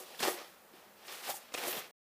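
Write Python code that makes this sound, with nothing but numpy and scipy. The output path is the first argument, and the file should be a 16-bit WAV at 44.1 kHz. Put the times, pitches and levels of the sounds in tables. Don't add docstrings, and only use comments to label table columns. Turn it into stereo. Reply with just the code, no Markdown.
import sys
import numpy as np
from scipy import signal
from scipy.fft import rfft, irfft, next_fast_len
from scipy.io import wavfile

SR = 44100
rng = np.random.default_rng(int(sys.argv[2]) if len(sys.argv) > 2 else 0)


def pcm_store(signal):
    levels = np.round(np.clip(np.atleast_2d(signal), -1, 1) * 32767)
    wavfile.write(sys.argv[1], SR, levels.astype(np.int16).T)


N = 90404
TIME = np.arange(N) / SR
RUB_WIDTH, RASP_WIDTH, HISS_WIDTH = 0.099, 0.31, 0.83
RUB_PAN_DB, RASP_PAN_DB, HISS_PAN_DB = 2, 2, 3.5


def from_db(db):
    return 10 ** (np.asarray(db) / 20)


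def rms_one(x):
    return x / np.sqrt(np.mean(x ** 2) + 1e-20)


def click(s):
    return 1.0 * (np.arange(N) == int(s * SR))


def swell(s, length):
    return np.exp(-.5 * ((TIME - s) / length) ** 2)


def drift(hz):
    r = np.exp(-2 * np.pi * hz / SR)
    return rms_one(signal.lfilter([1], [1, -2 * r, r * r], rng.standard_normal(2 * N))[N:])


def spread(pair, width):
    return pair[0] + width * pair[1] * np.array([[1], [-1]])


def pan(db):
    return from_db(np.array([[db], [-db]]) / 2)


def colour(x, spectrum):
    size = 2 * next_fast_len(N)
    hz, db = np.transpose(spectrum)
    grid = np.maximum(np.arange(size // 2 + 1) * SR / size, 1)
    bass_rolloff = np.minimum(grid / hz[0], 1)
    magnitude = bass_rolloff * from_db(np.interp(np.log(grid), np.log(hz), db))
    cepstrum = irfft(np.log(magnitude))
    cepstrum[1:size // 2] *= 2
    cepstrum[size // 2 + 1:] = 0
    return rms_one(irfft(rfft(x, size) * np.exp(rfft(cepstrum)))[..., :N])


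def ring(x, hz, t60):
    r, w = np.exp(-np.log(1000) / (t60 * SR)), 2 * np.pi * hz / SR
    return signal.lfilter([0, np.sin(w)], [1, -2 * r * np.cos(w), r * r], x + 1e-18)


def resonate(x, hz, q):
    return rms_one(signal.lfilter(*signal.iirpeak(hz, q, fs=SR), x + 1e-18))


def emphasise(x, hz, q, db):
    band = signal.lfilter(*signal.iirpeak(hz, q, fs=SR), x)
    return rms_one(x + (from_db(db) - 1) * band)


def low_cut(x, hz):
    return signal.sosfilt(signal.butter(3, hz, "high", fs=SR, output="sos"), x)


def ambience():
    # frequency in Hz, relative density in dB.
    mid_spectrum = [(30, -32.5), (70, -15.5), (130, -14), (200, -2), (290, -7.5), (480, -0.5), (760, -3),
                    (1300, -5.5), (2200, -11.5), (4000, -17), (8000, -24.5), (12000, -20), (15000, -14)]
    side_spectrum = [(30, -10.5), (150, -19), (400, -4), (1200, -5), (4000, -5.5), (15000, -5)]
    mid = from_db(-60) * colour(rng.standard_normal(N), mid_spectrum)
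    side = from_db(-64.5) * colour(rng.standard_normal(N), side_spectrum)
    hiss = from_db(-64.5) * rng.standard_normal((2, N))
    return pan(db=1.5) * (spread([mid, side], width=0.95) + hiss)


def room(x):
    # delay in seconds, level in dB.
    echoes = [(.0029, -32), (.0047, -25), (.0083, -16.5)]
    t60_s, tail_db, wall_cut_hz = 0.46, -18, 3700
    decay = from_db(-60 * TIME / t60_s) * (TIME > .006)
    tail = spread(rng.standard_normal((2, N)), width=0.2) * decay
    tail = signal.sosfilt(signal.butter(1, wall_cut_hz, fs=SR, output="sos"), tail)
    tail *= from_db(tail_db) / np.sqrt(np.sum(tail ** 2) / 2)
    early = sum(from_db(db) * click(s) for s, db in echoes)
    return signal.fftconvolve(x, tail + early, axes=1)[:, :N]


def microphones(x, lag_s=.000012):
    size = next_fast_len(N)
    delay = np.exp(-2j * np.pi * np.fft.rfftfreq(size, 1 / SR) * lag_s)
    return np.array([x[0], irfft(rfft(x[1], size) * delay, size)[:N]])


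def shell(x):
    # mode frequency in Hz, level in dB, time to fall 60 dB in seconds.
    modes = [(369, -4, 0.19), (479.8, -3, 0.16), (557.3, -5, 0.16), (688, -3.5, 0.11), (760.3, 2.5, 0.11),
             (808, -4, 0.12), (1147, -6, 0.13), (1235.3, -2.5, 0.15), (1365, -5.5, 0.064), (1833, -3, .1),
             (1940, -9, 0.12)]
    ringing = sum((-1) ** k * from_db(db) * ring(x, hz, t60) for k, (hz, db, t60) in enumerate(modes))
    return low_cut(ringing, hz=140)


def judders():
    # peak time in seconds, level in dB, pitch in Hz, swell time in seconds.
    slips = [(1.297, -41.5, 530, 0.0046), (1.303, -40.5, 784.7, 0.01), (1.343, -53.5, 763, 0.0054),
             (1.673, -47.5, 350, 0.019), (1.683, -43, 545, 0.0063), (1.682, -45, 690, 0.0031),
             (1.776, -49.5, 202.8, 0.0057)]
    drift_hz, pitch_spread, rough_db = 204.5, .09, 3.5
    out = 0
    for s, db, hz, length in slips:
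        pitch = hz * (1 + pitch_spread * drift(drift_hz))
        tone = rms_one(np.sin(2 * np.pi * np.cumsum(pitch) / SR))
        out = out + from_db(db + rough_db * drift(drift_hz)) * swell(s, length) * tone
    return low_cut(pan(RUB_PAN_DB) * out, hz=119)


def knocks():
    # time in seconds, level in dB, pitch of the dent in Hz.
    bumps = [(0.208, -36, 234), (0.229, -28, 373), (0.274, -20, 393), (0.2797, -24.5, 353),
             (0.283, -16.5, 490), (0.738, -43.5, 343), (1.518, -48, 280), (1.548, -24.5, 484),
             (1.586, -36.5, 362)]
    dent_cycles, shell_db = 6.25, -24.5
    dents = sum(from_db(db) * low_cut(ring(click(s), hz, dent_cycles / hz), 0.78 * hz)
                for s, db, hz in bumps)
    blows = sum(from_db(db) * click(s) for s, db, _ in bumps)
    return pan(RUB_PAN_DB) * (dents + from_db(shell_db) * shell(blows))


def slaps():
    # landing time in seconds, level in dB, hold time in seconds, resonance in Hz.
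    landings = [(0.146, -52.5, 0.0022, 2000), (0.193, -42, 0.0054, 3600), (0.2038, -34.5, 0.0035, 1890),
                (0.228, -45, 0.0021, 3000), (0.2286, -27.5, 0.00097, 1700), (0.2377, -32.5, 0.0025, 1890),
                (0.25, -33, 0.0013, 1500), (1.081, -47, .004, 4460), (1.521, -51, 0.0033, 2400),
                (1.5396, -42.5, 0.002, 7100), (1.5408, -37.5, .001, 3600), (1.5439, -35.5, 0.0029, 2670),
                (1.549, -35.5, 0.0015, 2560), (1.576, -39.5, 0.0095, 2570), (1.728, -39.5, 0.003, 2950),
                (1.768, -42.5, 0.0082, 3270)]
    # frequency in Hz, relative density in dB.
    spectrum = [(40, -54.5), (150, -8), (500, 3), (1200, -1), (2000, -5.5), (2800, -5.5), (4500, -6),
                (8500, -7), (11000, -21), (16000, -32.5)]
    attack_s, release_s = 0.0005, 0.0028
    noise = colour(spread(rng.standard_normal((2, N)), RASP_WIDTH), spectrum)
    out = 0
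    for s, db, hold, hz in landings:
        rise = np.clip((TIME - s) / attack_s + 1, 0, 1)
        fall = np.exp(-np.maximum(TIME - s - hold, 0) / release_s)
        out = out + from_db(db) * rise * fall * emphasise(noise, hz, q=5.9, db=14.5)
    return pan(RASP_PAN_DB) * out


def flicks(width, per_s=9000, spread_db=1.5):
    sizes = from_db(spread_db * np.minimum(rng.exponential(1, (2, N)), 5))
    signs = rng.choice([-1, 1], (2, N))
    released = rng.random((2, N)) < per_s / SR
    return rms_one(spread(sizes * signs * released, width))


def whisks():
    # peak time in seconds, level in dB, swell time in seconds.
    peaks = [(.293, -52, .02), (1.30, -43, 0.016), (1.713, -37, 0.025), (1.78, -43, 0.017)]
    # frequency in Hz, relative density in dB.
    spectrum = [(6000, -29.5), (10000, -12.5), (12000, 0), (15000, -2.5)]
    envelope = sum(from_db(db) * swell(s, length) for s, db, length in peaks)
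    return pan(HISS_PAN_DB) * envelope * colour(flicks(HISS_WIDTH), spectrum)


def snaps(per_s=140):
    ticks = rng.uniform(-1.3, 1, (2, N)) * (rng.random((2, N)) < per_s / SR)
    return from_db(-15) * resonate(spread(ticks, RASP_WIDTH), hz=3000, q=3.6)


def stroke_gains(stroke):
    attack_db_per_s, release_db_per_s = 1795, 140
    s, *levels = np.transpose(stroke)
    onset_db = attack_db_per_s * np.maximum(s[0] - TIME, 0)
    decay_db = release_db_per_s * np.maximum(TIME - s[-1], 0)
    return from_db([np.interp(TIME, s, db) - onset_db - decay_db for db in levels])


def scrubbing():
    # time in seconds, then levels of rub, rasp and hiss in dB.
    fading = [(0.0, -47, -53.5, -44), (0.044, -59, -56, -55), (0.134, -54.5, -53.5, -58.5),
              (0.19, -62, -56, -53.5)]
    hard = [(.203, -56, -45, -42.5), (0.222, -47, -41.5, -45), (0.232, -35, -32.5, -40.5),
            (.252, -30.5, -36, -39), (.268, -37.5, -35, -39), (.284, -32.5, -36.5, -35),
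            (.316, -54, -44.5, -39), (0.366, -52.5, -52.5, -50), (.383, -44.5, -44.5, -55.5),
            (.44, -57, -55, -60), (.51, -72, -63.5, -63)]
    faint = [(.735, -79, -63, -68), (.79, -58.5, -62, -67.5), (.86, -67, -67, -75.5)]
    light = [(.97, -76, -67, -71), (1.039, -57, -57.5, -69), (1.072, -66, -57.5, -50),
             (1.083, -53.5, -47.5, -56.5), (1.125, -51, -47, -47.5), (1.225, -56, -51, -52.5),
             (1.249, -55, -44.5, -45.5), (1.279, -44, -42, -44.5), (1.303, -45.5, -40.5, -35.5),
             (1.327, -70, -50.5, -45.5), (1.368, -65, -57.5, -43), (1.395, -71, -59, -57),
             (1.50, -67, -60, -74)]
    long = [(1.54, -74, -54, -47.5), (1.57, -55, -46.5, -46.5), (1.60, -44.5, -43, -44),
            (1.642, -42, -41.5, -45.5), (1.684, -39, -40.5, -34.5), (1.702, -50, -43, -41),
            (1.745, -42.5, -42, -46.5), (1.795, -44.5, -45.5, -42.5), (1.815, -59, -47, -53.5),
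            (1.86, -56.5, -55, -58), (1.909, -86, -72, -70)]
    # stroke, resonance of the rasp in Hz, resonance of the hiss in Hz.
    strokes = [(fading, 3800, 16000), (hard, 1100, 14000), (faint, 1600, 14000),
               (light, 1200, 8000), (long, 1650, 14000)]
    # frequency in Hz, relative density in dB.
    rub_spectrum = [(25, -50.5), (60, -34.5), (115, -30), (180, -15), (290, -6.5), (370, -3.5), (520, 1),
                    (800, -0.5), (1100, -4.5), (2000, -24.5)]
    rasp_spectrum = [(400, -50), (800, -10.5), (1200, -4.5), (1550, -4), (1900, -1.5), (2150, -3),
                     (2600, -1.5), (4000, -3), (5500, -6), (7500, -15), (12000, -42.5)]
    hiss_spectrum = [(2500, -29), (4800, -5), (6500, -1.5), (8200, 0), (10500, 0.5), (13000, -1),
                     (14800, 1), (16000, -4.5)]
    rub_db, rasp_db, hiss_db, shell_db = -3.5, -1.5, -.5, -7.5
    chatter = from_db(drift(hz=73))
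    rasp_noise = colour(flicks(RASP_WIDTH), rasp_spectrum) + snaps()
    hiss_noise = colour(flicks(HISS_WIDTH), hiss_spectrum)
    drag, bristles = 0, 0
    for stroke, rasp_hz, hiss_hz in strokes:
        rub_gain, rasp_gain, hiss_gain = stroke_gains(stroke) * chatter
        drag = drag + rub_gain
        rasp = from_db(rasp_db) * rasp_gain * emphasise(rasp_noise, rasp_hz, q=1, db=3)
        hiss = from_db(hiss_db) * hiss_gain * emphasise(hiss_noise, hiss_hz, q=6.6, db=1)
        bristles = bristles + pan(RASP_PAN_DB) * rasp + pan(HISS_PAN_DB) * hiss
    drive = flicks(RUB_WIDTH)
    rub = from_db(rub_db) * drag * colour(flicks(RUB_WIDTH), rub_spectrum)
    ringing = from_db(shell_db) * shell(drag * drive) / np.std(shell(drive))
    return bristles + pan(RUB_PAN_DB) * (rub + ringing)


def scene():
    brush = scrubbing() + whisks() + slaps() + knocks() + judders()
    return microphones(brush + room(brush)) + ambience()


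def record(dry):
    end_s, fade_s, cutoff_hz = 1.909, .003, 15380
    gate = np.clip((end_s - TIME) / fade_s + 1, 0, 1)
    return signal.sosfilt(signal.ellip(12, .1, 80, cutoff_hz, fs=SR, output="sos"), dry * gate)


dry = scene()
out = record(dry)
pcm_store(out)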